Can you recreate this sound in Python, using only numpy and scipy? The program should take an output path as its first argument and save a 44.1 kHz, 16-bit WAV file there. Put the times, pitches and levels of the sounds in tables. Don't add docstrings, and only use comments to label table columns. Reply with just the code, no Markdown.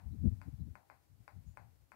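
import sys
import numpy as np
from scipy import signal
from scipy.fft import rfft, irfft
from scipy.io import wavfile
from scipy.ndimage import uniform_filter1d

SR = 44100
rng = np.random.default_rng(int(sys.argv[2]) if len(sys.argv) > 2 else 0)


def unload_wav(signal):
    wavfile.write(
        sys.argv[1],
        SR,
        np.round(np.clip(np.atleast_2d(signal).T, -1, 1) * 32767).astype(np.int16),
    )


N = 85995

# start_s, level_db, tilt_db_per_octave, tick_db, tick_tilt_db_per_octave, echo_db, fade_s, fade_slope
PECKS = [(-.028, -0.5, 1.5, -11, 0, 5.5, .3, -0.79), (0.4163, -1.5, -1, 0.5, 15, 5, 0.27, -0.02),
         (0.7548, 0.5, -2, -5.5, 10, 4.5, 0.31, -0.54), (0.9002, -0.5, -4.5, -10, -1, 7.5, 0.2, 0.34),
         (1.2796, 1.5, -3, -2, -8, 5.5, 0.16, 0.18), (1.5730, 4, -3.5, -5.5, 5, 4, 0.27, -0.1),
         (1.9195, -1.5, -1, -4, 9, 8, 0.37, -0.5)]
def woodpecker():
    lead, size = 256, 32768
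    t = (np.arange(size) - lead) / SR
    blow = np.imag(signal.hilbert(signal.unit_impulse(size, lead)))
    trees = rng.standard_normal(size)
    out = np.zeros(N)
    for start, level_db, tilt, tick_db, tick_tilt, echo_db, fade_s, fade_slope in PECKS:
        knock = wood_crack(blow, t, tilt) + trunk_ring(t, tilt) + beak_tick(t, tick_db, tick_tilt)
        echo = tree_echo(trees, t, echo_db, tilt, fade_s, fade_slope)
        add(out, undb(level_db) * (knock + echo), start - lead / SR)
    return out


# frequency_hz, level_db
CRACK_TONE = [(250, -32), (430, -41), (580, -7), (850, -1), (1500, 1.5), (1950, -3.5), (2450, -2),
              (2900, -19), (3600, -30), (12000, -60)]
# delay_s, level_db
BOUNCES = [(.00475, -17.5), (.0077, -24.5)]
def wood_crack(blow, t, tilt):
    crack = with_energy(colour(blow, CRACK_TONE, tilt), db=-27.5)
    return crack + sum(undb(db) * np.interp(t - delay, t, crack) for delay, db in BOUNCES)


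# pitch_hz, level_db, fade_s (time to die away by 60 dB)
TRUNK_NOTES = [(592, -5, .12), (712, -9, .06), (796, -6, .28), (888, 1, .1), (1020, 3, .08),
               (1226, -5, .06), (1345, -9, .12), (1458, 0, .085), (1530, -4, .06), (1701, -6, .08),
               (1870, -11, .06), (2147, -6, .07), (2275, -8, .06), (2519, -8, .06)]
def trunk_ring(t, tilt, level_db=-57.5, rise_s=0.0005):
    after = np.maximum(t, 0)
    ring = 0
    for hz, db, fade_s in TRUNK_NOTES:
        detune = 1 + 0.001 * rng.standard_normal()
        fade = undb(db + tilt * np.log2(hz / 1000) - 60 * after / fade_s)
        ring += fade * np.sin(2 * np.pi * hz * detune * after)
    return ring * undb(level_db) * (1 - np.exp(-after / rise_s))


# frequency_hz, level_db
TICK_TONE = [(2500, -58), (3500, -4), (4700, 15.5), (6500, 0), (8700, 5.5), (10300, -4), (15000, -30)]
def beak_tick(t, tick_db, tilt, decay_s=0.00084):
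    scrape = rng.standard_normal(len(t)) * np.exp(-np.abs(t) / decay_s)
    return with_energy(colour(scrape, TICK_TONE, tilt), db=tick_db - 44)


# frequency_hz, level_db
ECHO_TONE = [(300, -17.5), (460, -16), (580, -8), (800, 1.5), (1150, -5.5), (1550, -5.5), (1950, -8),
             (2550, -10.5), (3000, -31), (3700, -28.5), (4600, -16.5), (5600, -31.5), (8000, -26)]
def tree_echo(trees, t, echo_db, tilt, fade_s, fade_slope):
    far_db, far_fade_s, rise_s = -24, 0.83, 0.0042
    spectrum = rfft(trees + 0.61 * rng.standard_normal(len(t)))
    hz = np.fft.rfftfreq(len(t), 1 / SR)
    edges_hz = 180 * 2. ** np.arange(0, 7.1, .5)
    after = np.maximum(t, 0)
    tail = 0
    for low, high in zip(edges_hz, edges_hz[1:]):
        band = irfft(spectrum * ((hz >= low) & (hz < high)), len(t))
        band_fade_s = fade_s * (np.sqrt(low * high) / 1000) ** fade_slope
        tail += band * (undb(-60 * after / band_fade_s) + undb(far_db - 60 * after / far_fade_s))
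    tail *= 1 - np.exp(-after / rise_s)
    return with_energy(colour(tail, ECHO_TONE, tilt), db=echo_db - 34)


# time_s, rumble_db, flutter_db
GUSTS = [(0.0, -66.5, -69.5), (0.048, -54, -69), (0.064, -41.5, -59), (0.096, -51.5, -67),
         (0.118, -43.5, -58), (0.152, -58, -49.5), (0.184, -47, -63), (0.2, -43.5, -64),
         (0.244, -38, -36.5), (0.26, -30, -30.5), (0.276, -27.5, -36), (0.298, -46, -55.5),
         (0.33, -38.5, -50), (0.352, -53.5, -64), (0.39, -52, -69), (0.45, -63.5, -66), (0.472, -51.5, -51),
         (0.488, -44.5, -50.5), (0.51, -64, -80), (0.536, -43, -56.5), (0.564, -60.5, -80),
         (0.602, -47, -48.5), (0.618, -42, -49), (0.646, -52.5, -64), (0.678, -53, -52.5), (0.71, -48, -69),
         (0.738, -68.5, -67), (0.862, -84.5, -93), (0.922, -73.5, -92), (1.08, -79.5, -98),
         (1.112, -61.5, -81), (1.184, -71.5, -78), (1.204, -57.5, -70), (1.248, -75.5, -100),
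         (1.292, -78, -93), (1.34, -59.5, -74), (1.378, -49.5, -63), (1.438, -71.5, -79), (1.472, -48, -68),
         (1.564, -71.5, -82), (1.612, -61, -71.5), (1.786, -72, -88), (1.83, -66, -82), (1.878, -82, -97),
         (1.95, -78, -70)]
# frequency_hz, level_db
RUMBLE_TONE = [(20, -36), (38, -17), (52, -3), (66, -1), (82, 1.5), (120, -2.5), (160, -12.5), (215, -35.5),
               (300, -53.5), (700, -100)]
FLUTTER_TONE = [(110, -21), (160, -5), (190, -1), (285, -10), (350, -25.5), (450, -29), (750, -49.5),
                (1500, -81), (4000, -115)]
def wind(t, split_hz=350):
    times, rumble_db, flutter_db = np.array(GUSTS).T
    rumble_db, flutter_db = np.interp(t, times, rumble_db), np.interp(t, times, flutter_db)
    flutter = swirls(FLUTTER_TONE)
    lows = signal.sosfiltfilt(signal.butter(2, split_hz, fs=SR, output="sos"), flutter)
    highs = (flutter - lows) * undb(0.16 * (flutter_db + 43))
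    return undb(rumble_db + 7) * swirls(RUMBLE_TONE) + undb(flutter_db + 5.5) * (lows + highs)


def swirls(tone):
    noise = colour(rng.standard_normal(N), tone)
    power = uniform_filter1d(uniform_filter1d(noise ** 2, size=700), size=700)
    return noise / np.sqrt(power)


# start_s, length_s, pitch_hz, level_db
CHIRPS = [(0.113, 0.031, 3950, -78), (0.594, 0.027, 4050, -77.5), (1.463, 0.033, 6700, -73.5),
          (1.488, 0.063, 6940, -77.5)]
def small_bird(t, waver=0.0447):
    out = np.zeros(N)
    for start, length, hz, db in CHIRPS:
        progress = np.clip((t - start) / length, 0, 1)
        swell = np.sqrt(np.maximum(np.sin(np.pi * progress), 0))
        pitch_hz = hz * (1 + waver * drift(rate_hz=2500))
        out += undb(db) * swell * np.sin(2 * np.pi * np.cumsum(pitch_hz) / SR)
    return out


# time_s, level_db
AIR_SWELL = [(0, 3), (.3, 5), (.6, 2.5), (1., 0.5), (1.45, 2), (1.95, 0.5)]
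# frequency_hz, level_db
AIR_LEFT_TONE = [(30, 5), (52, 15), (90, 7), (180, -0.5), (290, 9.5), (500, 4.5), (800, 3.5), (1200, -3),
                 (2000, -4), (3200, -9.5), (4400, -6.5), (5600, -8), (10000, -9), (15000, -8.5)]
AIR_RIGHT_TONE = [(30, 19), (85, -4.5), (150, 3), (280, 5.5), (420, -1), (800, 1), (1100, -4), (2200, -5.5),
                  (6000, -11), (10000, -9.5), (13000, -5.5), (15000, -8.5)]
def air(t):
    swell_db = np.interp(t, *np.array(AIR_SWELL).T)
    left = unit(colour(rng.standard_normal(N), AIR_LEFT_TONE))
    left *= undb(-76 + swell_db - 0.88 * drift(rate_hz=31))
    right = unit(colour(rng.standard_normal(N), AIR_RIGHT_TONE))
    right *= undb(-77.5 + 0.68 * swell_db)
    return np.array([left, right])


def undb(db):
    return 10 ** (np.asarray(db) / 20)


def unit(x):
    return x / np.sqrt(np.mean(x ** 2))


def with_energy(x, db):
    return x * undb(db) / np.sqrt(np.sum(x ** 2))


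def colour(x, tone, tilt=0):
    tone_hz, tone_db = np.array(tone, float).T
    hz = np.maximum(np.fft.rfftfreq(len(x), 1 / SR), 1)
    octaves = np.clip(np.log2(hz / 1000), -2, 3)
    gain_db = np.interp(np.log(hz), np.log(tone_hz), tone_db) + tilt * octaves
    return irfft(rfft(x) * undb(gain_db), len(x))


def drift(rate_hz):
    hold = int(SR / rate_hz)
    steps = np.repeat(rng.standard_normal(N // hold + 1), hold)
    return unit(uniform_filter1d(uniform_filter1d(steps, hold), hold)[:N])


def add(out, x, start_s):
    offset = int(round(start_s * SR))
    first, last = max(offset, 0), min(offset + len(x), len(out))
    out[first:last] += x[first - offset:last - offset]


def scene():
    t = np.arange(N) / SR
    gusts = wind(t)
    left = woodpecker() + small_bird(t) + gusts
    right = undb(-61) * gusts
    return np.array([left, right]) + air(t)


def record(dry, low_cut_hz=50, high_cut_hz=15650):
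    trimmed = signal.sosfilt(signal.butter(4, low_cut_hz, "high", fs=SR, output="sos"), dry)
    return signal.sosfilt(signal.ellip(10, .2, 70, high_cut_hz, fs=SR, output="sos"), trimmed)


dry = scene()
out = record(dry)
unload_wav(out)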